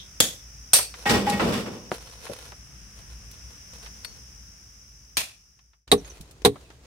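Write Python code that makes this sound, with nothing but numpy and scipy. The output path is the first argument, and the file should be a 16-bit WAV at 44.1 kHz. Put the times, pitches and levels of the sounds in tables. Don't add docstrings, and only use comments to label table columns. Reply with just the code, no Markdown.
import sys
import numpy as np
from scipy import signal
from scipy.fft import rfft, irfft
from scipy.io import wavfile

SR = 44100
rng = np.random.default_rng(int(sys.argv[2]) if len(sys.argv) > 2 else 0)


def generate_wav(signal):
    frames = np.transpose(np.atleast_2d(signal))
    scaled = np.clip(frames, -1, 1) * 32767
    pcm = np.round(scaled).astype(np.int16)
    wavfile.write(sys.argv[1], SR, pcm)


N = 302507
AGE_S = np.arange(SR * 3 // 4) / SR

# f/Hz, coherence/1
YARD_COHERENCE = [(100, 0.95), (400, 0.86), (900, 0.3), (2000, 0), (16000, 0.04)]
CLOSE_COHERENCE = [(400, 0.89), (1500, 0.038), (4500, 0.0055), (8000, 0)]
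LOW_AIR_COHERENCE = [(30, 0.99), (100, 0.94)]
# f/Hz, level/dB
LOW_AIR_SPECTRUM = [(25, -29.5), (42, -16), (57, 6.5), (78, -12.5), (120, -9.5), (200, -25.5), (400, -33),
                    (1000, -56.5)]
YARD_AIR_SPECTRUM = [(90, -24.5), (180, 5), (290, -9.5), (900, -12), (1500, -7.5), (2800, -8.5),
                     (4300, -18), (7600, -16), (9700, -13), (12000, -27), (14000, -27), (16000, -36.5)]
HISS_SPECTRUM = [(4200, -41), (4850, -14), (5200, -2.5), (5520, -4.5), (5780, -0.5), (6020, -4.5),
                 (6600, -13.5), (7500, -27)]
SLAB_AIR_SPECTRUM = [(70, -6), (150, -7), (400, 0), (800, -8.5), (1500, -12.5), (4000, -15), (6500, -14),
                     (9500, -22.5), (12000, -30), (16000, -31)]
# t/s, rumble/dB, hiss/dB, air/dB
YARD_LEVELS = [(0, -51, -49.5, -55.5), (1.1, -50, -49, -57.5), (2.9, -47.5, -51.5, -55.5),
               (3.9, -48.5, -48, -54.5), (5.15, -55.5, -54.5, -64)]
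# t/s, length/s, start f/Hz, end f/Hz, level/dB
BIRD_CHIRPS = [(5.973, 0.021, 6650, 5200, -41.5), (6.042, 0.014, 6800, 6300, -41),
               (6.089, 0.0242, 6800, 5270, -40), (6.117, 0.055, 2710, 2310, -60),
               (6.608, 0.083, 3000, 2280, -59)]
# t/s, length/s, level/dB
CHIP_SHUFFLES = [(0.947, 0.094, -47.5), (1.91, 0.039, -39), (2.002, 0.23, -50.5), (2.229, 0.26, -46.5),
                 (2.96, 0.032, -51), (3.096, .015, -52), (3.327, 0.025, -53.5), (3.493, 0.038, -55.5),
                 (3.726, 0.068, -53), (3.825, 0.023, -45.5), (3.945, 0.23, -57), (6.068, 0.098, -60)]
# f/Hz, level/dB
GRIT_SPECTRUM = [(150, -16.5), (450, 2), (1200, -4.5), (2800, -3), (4500, -5), (7500, -9), (10000, -6.5),
                 (12500, -14.5), (16000, -21.5)]
# t/s, level/dB, centre f/Hz, click re body/dB
STONE_KNOCKS = [(0.755, -16, 7200, -16), (0.767, -18.5, 6000, -15), (0.789, -25.5, 1010, -11),
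                (0.941, -38, 1560, -6), (1.096, -18, 2800, -19), (1.298, -23.5, 4850, -20.5),
                (1.917, -23.5, 470, -1), (2.267, -37, 1300, -14), (2.521, -41, 990, -6),
                (3.314, -45, 7000, -7), (3.862, -40, 2000, -14), (5.592, -58, 1700, -6),
                (5.734, -59, 1350, -8), (5.878, -45.5, 2610, -7), (6.047, -46, 2300, -11),
                (6.2, -32, 62.7, -25), (6.21, -41.5, 6000, -15), (6.311, -47.5, 6500, -15),
                (6.558, -40, 680, -17), (6.704, -45.5, 1400, -9.5)]
# t/s, scuff/dB, ring/dB
PICKUP = (4.047, -31.5, -30)
# f/Hz, level/dB
SCUFF_SPECTRUM = [(300, -25), (900, -7), (2000, 2), (3300, -4), (4400, 3), (7000, -14), (8500, -4),
                  (11000, -10), (16000, -22)]
# f/Hz, level/dB, t60/s
HAMMER_MODES = [(4380, 2, .025), (8450, -10, .09), (4450, -12, .27), (9750, -15, .08), (4520, -19, .18),
                (10900, -12, .05), (13950, -15, .05)]
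# knock/dB, low f/Hz, high f/Hz, thump/dB
LANDING_KNOCK = (-28, 438, 618, -34.5)
# t/s, length/s, rumble/dB, crunch/dB, crack/dB
TILE_SLIPS = [(1.056, 0.022, -27, -28.5, -25), (1.089, 0.054, -16.5, -21, -31.5),
              (1.266, 0.088, -26, -33, -29), (1.396, .1, -20.5, -33.5, -21),
              (1.52, 0.039, -28.5, -29.5, -37), (1.659, 0.022, -30.5, -45, -38)]
# f/Hz, level/dB
RUMBLE_SPECTRUM = [(35, -38.5), (58, -4.5), (100, -5), (122, -4.5), (165, -5), (200, 6), (290, -6.5),
                   (490, -4), (700, -14), (1100, -14.5), (1500, -26.5), (3000, -72.5)]
CRUNCH_SPECTRUM = [(350, -33), (700, -12.5), (1400, -11.5), (2600, -6), (3300, -13.5), (5400, -14.5),
                   (7300, -23), (9700, -23), (12000, -28), (15500, -32)]
# f/Hz, level/dB, t60/s
HALF_MODES = [(819, 0, .33), (872, -11, .14), (1109, -14, .13), (1590, -18, .22), (1888, -2, .25),
              (2208, -11, .24), (2584, -11, .13)]
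# t/s, level/dB, tilt/(dB/octave)
HALF_RELEASES = [(1.06, -17.5, 3), (1.138, -24, 9), (1.27, -16, -11), (1.327, -26.5, 12)]
# level/dB, low f/Hz, high f/Hz, t60/s
EDGE_RING = (-40.5, 3199.5, 3769.5, 0.2)
# t/s, crack/dB, tail/dB, tail t60/s, ring/dB
TILE_TAPS = [(0.2022, -6.5, -17.5, 0.3, -26), (0.7328, -11, -13, 0.28, -16),
             (5.1693, -16.5, -22, 0.29, -30.5)]
# f/Hz, level/dB
TAP_SPECTRA = [
    [(40, -15), (120, -5.5), (300, -3), (400, -10.5), (500, -1), (850, -13.5), (2000, -12), (3300, -4.5),
     (5000, -7.5), (9000, -7), (12400, -11), (16000, -20.5)],
    [(40, -22), (70, -6.5), (230, -15), (500, -2.5), (1300, -7.5), (2600, -6), (4500, -1), (7500, -3.5),
     (9000, 0.5), (12500, -10), (16000, -11.5)],
    [(40, -16), (90, -7.5), (380, -13.5), (650, -5.5), (1200, -7.5), (2400, -3), (4100, -0.5), (7500, -5.5),
     (9500, -5.5), (12500, -13), (14300, -18), (16000, -20)],
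]
# f/Hz, width/Hz, t60/s, level/dB in taps 1, 2, 3
TAP_MODES = [(2530, 400, .33, -17.5, -12.5, 0.5), (3430, 330, .29, 4, -16.5, -2.5),
             (4520, 140, 0.37, -17, -9, -13), (5760, 200, 0.22, -12, -3, -3),
             (6700, 300, 0.28, 3, -19.5, -9), (8440, 200, 0.26, -16, 1, -9), (9000, 410, .2, -8, 4, -3),
             (9950, 370, 0.28, -11.5, -8, -7), (11530, 310, 0.21, -14, -3.5, -16),
             (13880, 300, .18, -21, -7.5, 3.5)]
# t/s, crack/dB, crack hold/s, body/dB, steel/dB, body tilt/(dB/octave), debris/dB
SLAB_BLOWS = [(5.916, -11.5, 0.011, -12, -13, -1.5, -54), (6.4495, -9.5, 0.0083, -12, -18, -2, -65.5)]
# f/Hz, level/dB
SLAB_CRACK_SPECTRUM = [(60, -33), (400, -3.5), (1100, -7), (1450, -17), (1950, -11), (2900, -17),
                       (3900, -4), (5000, -19), (7000, -21.5), (9300, -15), (10600, -29), (12000, -21.5),
                       (16000, -30)]
THUD_SPECTRUM = [(45, -13), (90, 4.5), (250, -3), (700, -16), (1500, -48.5), (4000, -98)]
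# f/Hz, left minus right/dB
SLAB_BALANCE = [(300, -0.5), (1500, -3), (5000, -2), (7000, -3.5), (9000, -14.5), (15000, -5.5)]
# f/Hz, level/dB, t60/s
BENDING_MODES = [(160.2, -18, 0.051), (214.7, -8.5, 0.076), (280, -9, .14), (414.6, 1.5, 0.091),
                 (469, -1, 0.076), (718, 1, 0.014), (792, -7.5, 0.04), (885, -16, 0.037), (1122, -4, 0.028)]
STEEL_RING_MODES = [(3773, 4, 0.038), (3854, 6, 0.047), (4210, -5.5, 0.051), (9070, -16.5, 0.11)]


def amp(db):
    return 10 ** (np.asarray(db) / 20)


def unit_rms(x):
    return x / np.sqrt(np.mean(x ** 2) + 1e-20)


def log_interp(points, hz):
    points_hz, values = np.transpose(points)
    return np.interp(np.log(hz + 1), np.log(points_hz + 1), values)


def add(mix, start_s, sound):
    part = mix[:, round(start_s * SR):][:, :sound.shape[1]]
    part += sound[:, :part.shape[1]]


def attack(rise_s):
    return 1 - np.exp(-AGE_S / rise_s)


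def decay(t60_s, hold_s=0):
    return amp(-60 * (np.hypot(AGE_S, hold_s) - hold_s) / t60_s)


def swell(start_s, length_s, rise_s, fall_db_per_s):
    age_s = np.maximum(np.arange(N) / SR - start_s, 0)
    return (1 - np.exp(-age_s / rise_s)) * amp(-fall_db_per_s * np.maximum(age_s - length_s, 0))


def clumps(per_s, spread_db):
    knots_s = np.arange(0, N / SR + 1, 1 / per_s)
    return amp(spread_db * np.interp(np.arange(N) / SR, knots_s, rng.standard_normal(len(knots_s))))


def band(x, low_hz, high_hz):
    edges_hz = np.clip([low_hz, high_hz], 20, SR / 2 - 100) + [0, 1]
    return signal.sosfilt(signal.butter(2, edges_hz, "band", fs=SR, output="sos"), x)


def coloured(x, spectrum, coherence=YARD_COHERENCE, ripple_db=0):
    hz = np.fft.rfftfreq(x.shape[1], 1 / SR)
    knots_hz = np.arange(0, SR / 2, 130)
    heights = rng.uniform(-1.5, 1.5, len(knots_hz)) * np.minimum(knots_hz / 2000, 1)
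    gain = amp(log_interp(spectrum, hz) + ripple_db * np.interp(hz, knots_hz, heights))
    left, other = rfft(x)
    shared = log_interp(coherence, hz)
    right = shared * left + np.sqrt(1 - shared ** 2) * other
    return unit_rms(irfft(np.array([left, right]) * gain, x.shape[1]))


def noise(samples, spectrum, coherence=YARD_COHERENCE, ripple_db=0):
    return coloured(rng.standard_normal((2, samples)), spectrum, coherence, ripple_db)


def grains(per_s, spread_db, t60_s):
    sizes = amp(spread_db * np.minimum(rng.exponential(1, N), 4)) * (rng.random(N) < per_s / SR)
    rattle = rng.standard_normal((2, len(AGE_S))) * decay(t60_s)
    clicks = sizes * rng.standard_normal((2, N))
    return unit_rms(signal.oaconvolve(clicks, rattle, axes=1)[:, :N])


def ring(modes, left_lag_s, tilt_db_per_oct=0, hold_s=0):
    t = np.maximum(AGE_S - np.array([[left_lag_s], [0]]), 0)
    out = np.zeros_like(t)
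    for k, (hz, db, t60_s) in enumerate(modes):
        gain = amp(db + tilt_db_per_oct * np.log2(hz / modes[0][0]))
        out += (-1) ** k * gain * decay(t60_s, hold_s) * np.sin(2 * np.pi * hz * t)
    return out


def scatter(low_hz, high_hz, t60_s):
    resonances = noise(len(AGE_S), [(low_hz, 0), (high_hz, -2)], ripple_db=1)
    return unit_rms(band(resonances, low_hz, high_hz)) * decay(t60_s)


def low_air():
    return noise(N, LOW_AIR_SPECTRUM, LOW_AIR_COHERENCE)


def yard(fade_span_s=(5.14, 5.89), flutter_hz=64, flutter_depth=0.12, pan_db=0.5):
    t = np.arange(N) / SR
    times_s, *levels_db = np.transpose(YARD_LEVELS)
    rumble_gain, hiss_gain, air_gain = [amp(np.interp(t, times_s, db)) for db in levels_db]
    flutter = 1 + flutter_depth * np.sin(2 * np.pi * flutter_hz * t)
    hiss = hiss_gain * noise(N, HISS_SPECTRUM) * flutter
    air = rumble_gain * low_air() + air_gain * noise(N, YARD_AIR_SPECTRUM)
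    fade = np.interp(t, fade_span_s, [1, 0])
    return fade * (hiss + air) * amp([[pan_db], [-pan_db]])


def slab_air(start_s=5.872, rise_s=0.004, rumble_db=-50.5, air_db=-56.5, settle_db_per_s=21):
    stirred = sum(amp(debris_db) * swell(s, 0, rise_s, settle_db_per_s)
                  for s, *_, debris_db in SLAB_BLOWS)
    rustle = rng.standard_normal((2, N)) + 0.68 * grains(per_s=57, spread_db=5, t60_s=0.036)
    gain = np.hypot(amp(air_db), stirred) * clumps(per_s=34, spread_db=1.5)
    air = gain * coloured(rustle, SLAB_AIR_SPECTRUM)
    return swell(start_s, 0, rise_s, 0) * (air + amp(rumble_db) * low_air())


def birds(echo_t60_s=0.11):
    out = np.zeros((2, N))
    for s, length_s, start_hz, end_hz, db in BIRD_CHIRPS:
        hz = np.linspace(start_hz, end_hz, int(length_s * SR))
        call = amp(db) * np.hanning(len(hz)) * np.sin(2 * np.pi * np.cumsum(hz) / SR)
        echoes = rng.standard_normal((2, len(AGE_S))) * decay(echo_t60_s)
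        echoes /= np.linalg.norm(echoes[0])
        echoes[:, 0] += 0.5
        add(out, s, signal.fftconvolve(call[None], echoes, axes=1))
    return out


def grit(rise_s=0.0047, crumb_delay_s=0.044, crumb_hold_s=0.11):
    pushed = sum(amp(db) * swell(s, length_s, rise_s, fall_db_per_s=297)
                 for s, length_s, db in CHIP_SHUFFLES)
    falling = sum(amp(debris_db) * swell(s + crumb_delay_s, crumb_hold_s, rise_s, fall_db_per_s=66)
                  for s, *_, debris_db in SLAB_BLOWS)
    crackle = grains(per_s=400, spread_db=3.1, t60_s=0.025) + 0.6 * rng.standard_normal((2, N))
    return (pushed + falling) * clumps(per_s=45, spread_db=0.5) * coloured(crackle, GRIT_SPECTRUM)


def knocks(body_octaves=2.1, click_octaves=3.1, t60_at_1khz_s=0.073):
    out, edges = np.zeros((2, N)), np.array([-0.5, 0.5])
    for s, db, hz, click_db in STONE_KNOCKS:
        t60_s = t60_at_1khz_s * (1000 / hz) ** 0.086
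        body = scatter(*hz * 2 ** (body_octaves * edges), t60_s)
        click = band(signal.unit_impulse(len(AGE_S)), *hz * 2 ** (click_octaves * edges))
        click *= amp(click_db) * np.linalg.norm(body[0]) / np.linalg.norm(click)
        add(out, s, amp(db) * (body - click))
    return out


def hammer_pickup(pan_db=3):
    out = np.zeros((2, N))
    s, scuff_db, ring_db = PICKUP
    scuff = amp(scuff_db) * noise(len(AGE_S), SCUFF_SPECTRUM) * decay(t60_s=0.022, hold_s=0.009)
    clink = amp(ring_db) * ring(HAMMER_MODES, left_lag_s=0.00005)
    add(out, s, (scuff + clink) * attack(0.00033))
    return out * amp([[pan_db], [-pan_db]])


def landing(start_s=2.293, t60_s=0.12, thump_band_hz=(130, 300)):
    out = np.zeros((2, N))
    knock_db, low_hz, high_hz, thump_db = LANDING_KNOCK
    knock = amp(knock_db) * scatter(low_hz, high_hz, t60_s)
    thump = amp(thump_db) * scatter(*thump_band_hz, t60_s)
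    add(out, start_s, (knock + thump) * attack(0.002))
    return out


def slip_gain(levels_db, rise_s, fall_db_per_s, linger_db=-11, linger_db_per_s=56):
    power = np.zeros(N)
    for (s, length_s, *_), db in zip(TILE_SLIPS, levels_db):
        jerk = swell(s, length_s, rise_s, fall_db_per_s)
        flakes = amp(linger_db) * swell(s, length_s, rise_s, linger_db_per_s)
        power += amp(db) ** 2 * (jerk ** 2 + flakes ** 2)
    return np.sqrt(power)


def splitting(rumble_trim_db=-2, crunch_trim_db=-1):
    starts_s, _, rumbles_db, crunches_db, cracks_db = np.transpose(TILE_SLIPS)
    rumble_gain = slip_gain(rumbles_db + rumble_trim_db, rise_s=0.013, fall_db_per_s=119)
    crunch_gain = slip_gain(crunches_db + crunch_trim_db, rise_s=0.0049, fall_db_per_s=220.5)
    rumble = noise(N, RUMBLE_SPECTRUM)
    friction = grains(per_s=700, spread_db=0, t60_s=0.078) + 0.84 * rng.standard_normal((2, N))
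    crunch = clumps(per_s=60, spread_db=2) * coloured(friction, CRUNCH_SPECTRUM, ripple_db=3.5)
    out = rumble_gain * rumble + crunch_gain * crunch
    for s, db in zip(starts_s, cracks_db):
        add(out, s, amp(db) * scatter(low_hz=330, high_hz=2300, t60_s=0.27))
    for s, db, tilt_db_per_oct in HALF_RELEASES:
        half = ring(HALF_MODES, left_lag_s=0.000083, tilt_db_per_oct=tilt_db_per_oct)
        add(out, s, amp(db - max(tilt_db_per_oct, 0)) * half * attack(0.0027))
    return out


def opening_ring():
    out = np.zeros((2, N))
    db, low_hz, high_hz, t60_s = EDGE_RING
    add(out, 0, amp(db) * scatter(low_hz, high_hz, t60_s))
    return out


def tile_taps(crack_t60_s=0.04, crack_hold_s=0.0036, rise_s=0.00038):
    out = np.zeros((2, N))
    for k, (s, crack_db, tail_db, tail_t60_s, ring_db) in enumerate(TILE_TAPS):
        crack_gain = amp(crack_db) * decay(crack_t60_s, crack_hold_s)
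        tail_gain = amp(tail_db) * decay(tail_t60_s)
        tap = noise(len(AGE_S), TAP_SPECTRA[k], ripple_db=2) * np.hypot(crack_gain, tail_gain)
        for hz, width_hz, t60_s, *levels_db in TAP_MODES:
            white = rng.standard_normal((2, len(AGE_S) + SR))
            mode = unit_rms(band(white, hz - width_hz / 2, hz + width_hz / 2)[:, SR:])
            tap += amp(ring_db + levels_db[k]) * mode * decay(t60_s)
        reflection_gain = clumps(per_s=160, spread_db=0.93)[:len(AGE_S)]
        add(out, s, tap * reflection_gain * attack(rise_s))
    return out


def slab_blows(body_hold_s=0.035, body_delay_s=0.00509, thud_db=-23, tail_db=-52):
    out, hz = np.zeros((2, N)), np.fft.rfftfreq(len(AGE_S), 1 / SR)
    balance = amp(np.array([[0.5], [-0.5]]) * log_interp(SLAB_BALANCE, hz))
    end_fade = np.minimum(1, 10 * (AGE_S[-1] - AGE_S))
    for s, crack_db, hold_s, body_db, steel_db, tilt_db_per_oct, _ in SLAB_BLOWS:
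        crack_gain = amp(crack_db) * decay(t60_s=0.061, hold_s=hold_s) + amp(tail_db) * decay(t60_s=1)
        crack = crack_gain * noise(len(AGE_S), SLAB_CRACK_SPECTRUM, CLOSE_COHERENCE)
        steel = amp(steel_db) * ring(STEEL_RING_MODES, left_lag_s=0.00003)
        add(out, s, irfft(rfft(crack + steel) * balance, len(AGE_S)) * end_fade)
        thud = amp(thud_db) * noise(len(AGE_S), THUD_SPECTRUM, CLOSE_COHERENCE) * decay(t60_s=0.24)
        bending = ring(BENDING_MODES, 0.00022, tilt_db_per_oct, body_hold_s)
        body = amp(body_db - tilt_db_per_oct) * bending + thud
        add(out, s + body_delay_s, body * attack(0.0031))
    return out


def scene():
    tile = opening_ring() + tile_taps() + splitting() + landing() + hammer_pickup()
    return tile + slab_blows() + knocks() + grit() + birds() + yard() + slab_air()


def record(dry, ceiling=1.2, cutoff_hz=15950):
    rounded = ceiling * np.tanh(dry / ceiling)
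    lowpass = signal.firwin(255, cutoff_hz, window=("kaiser", 9), fs=SR)
    return signal.oaconvolve(rounded, lowpass[None], "same")


dry = scene()
out = record(dry)
generate_wav(out)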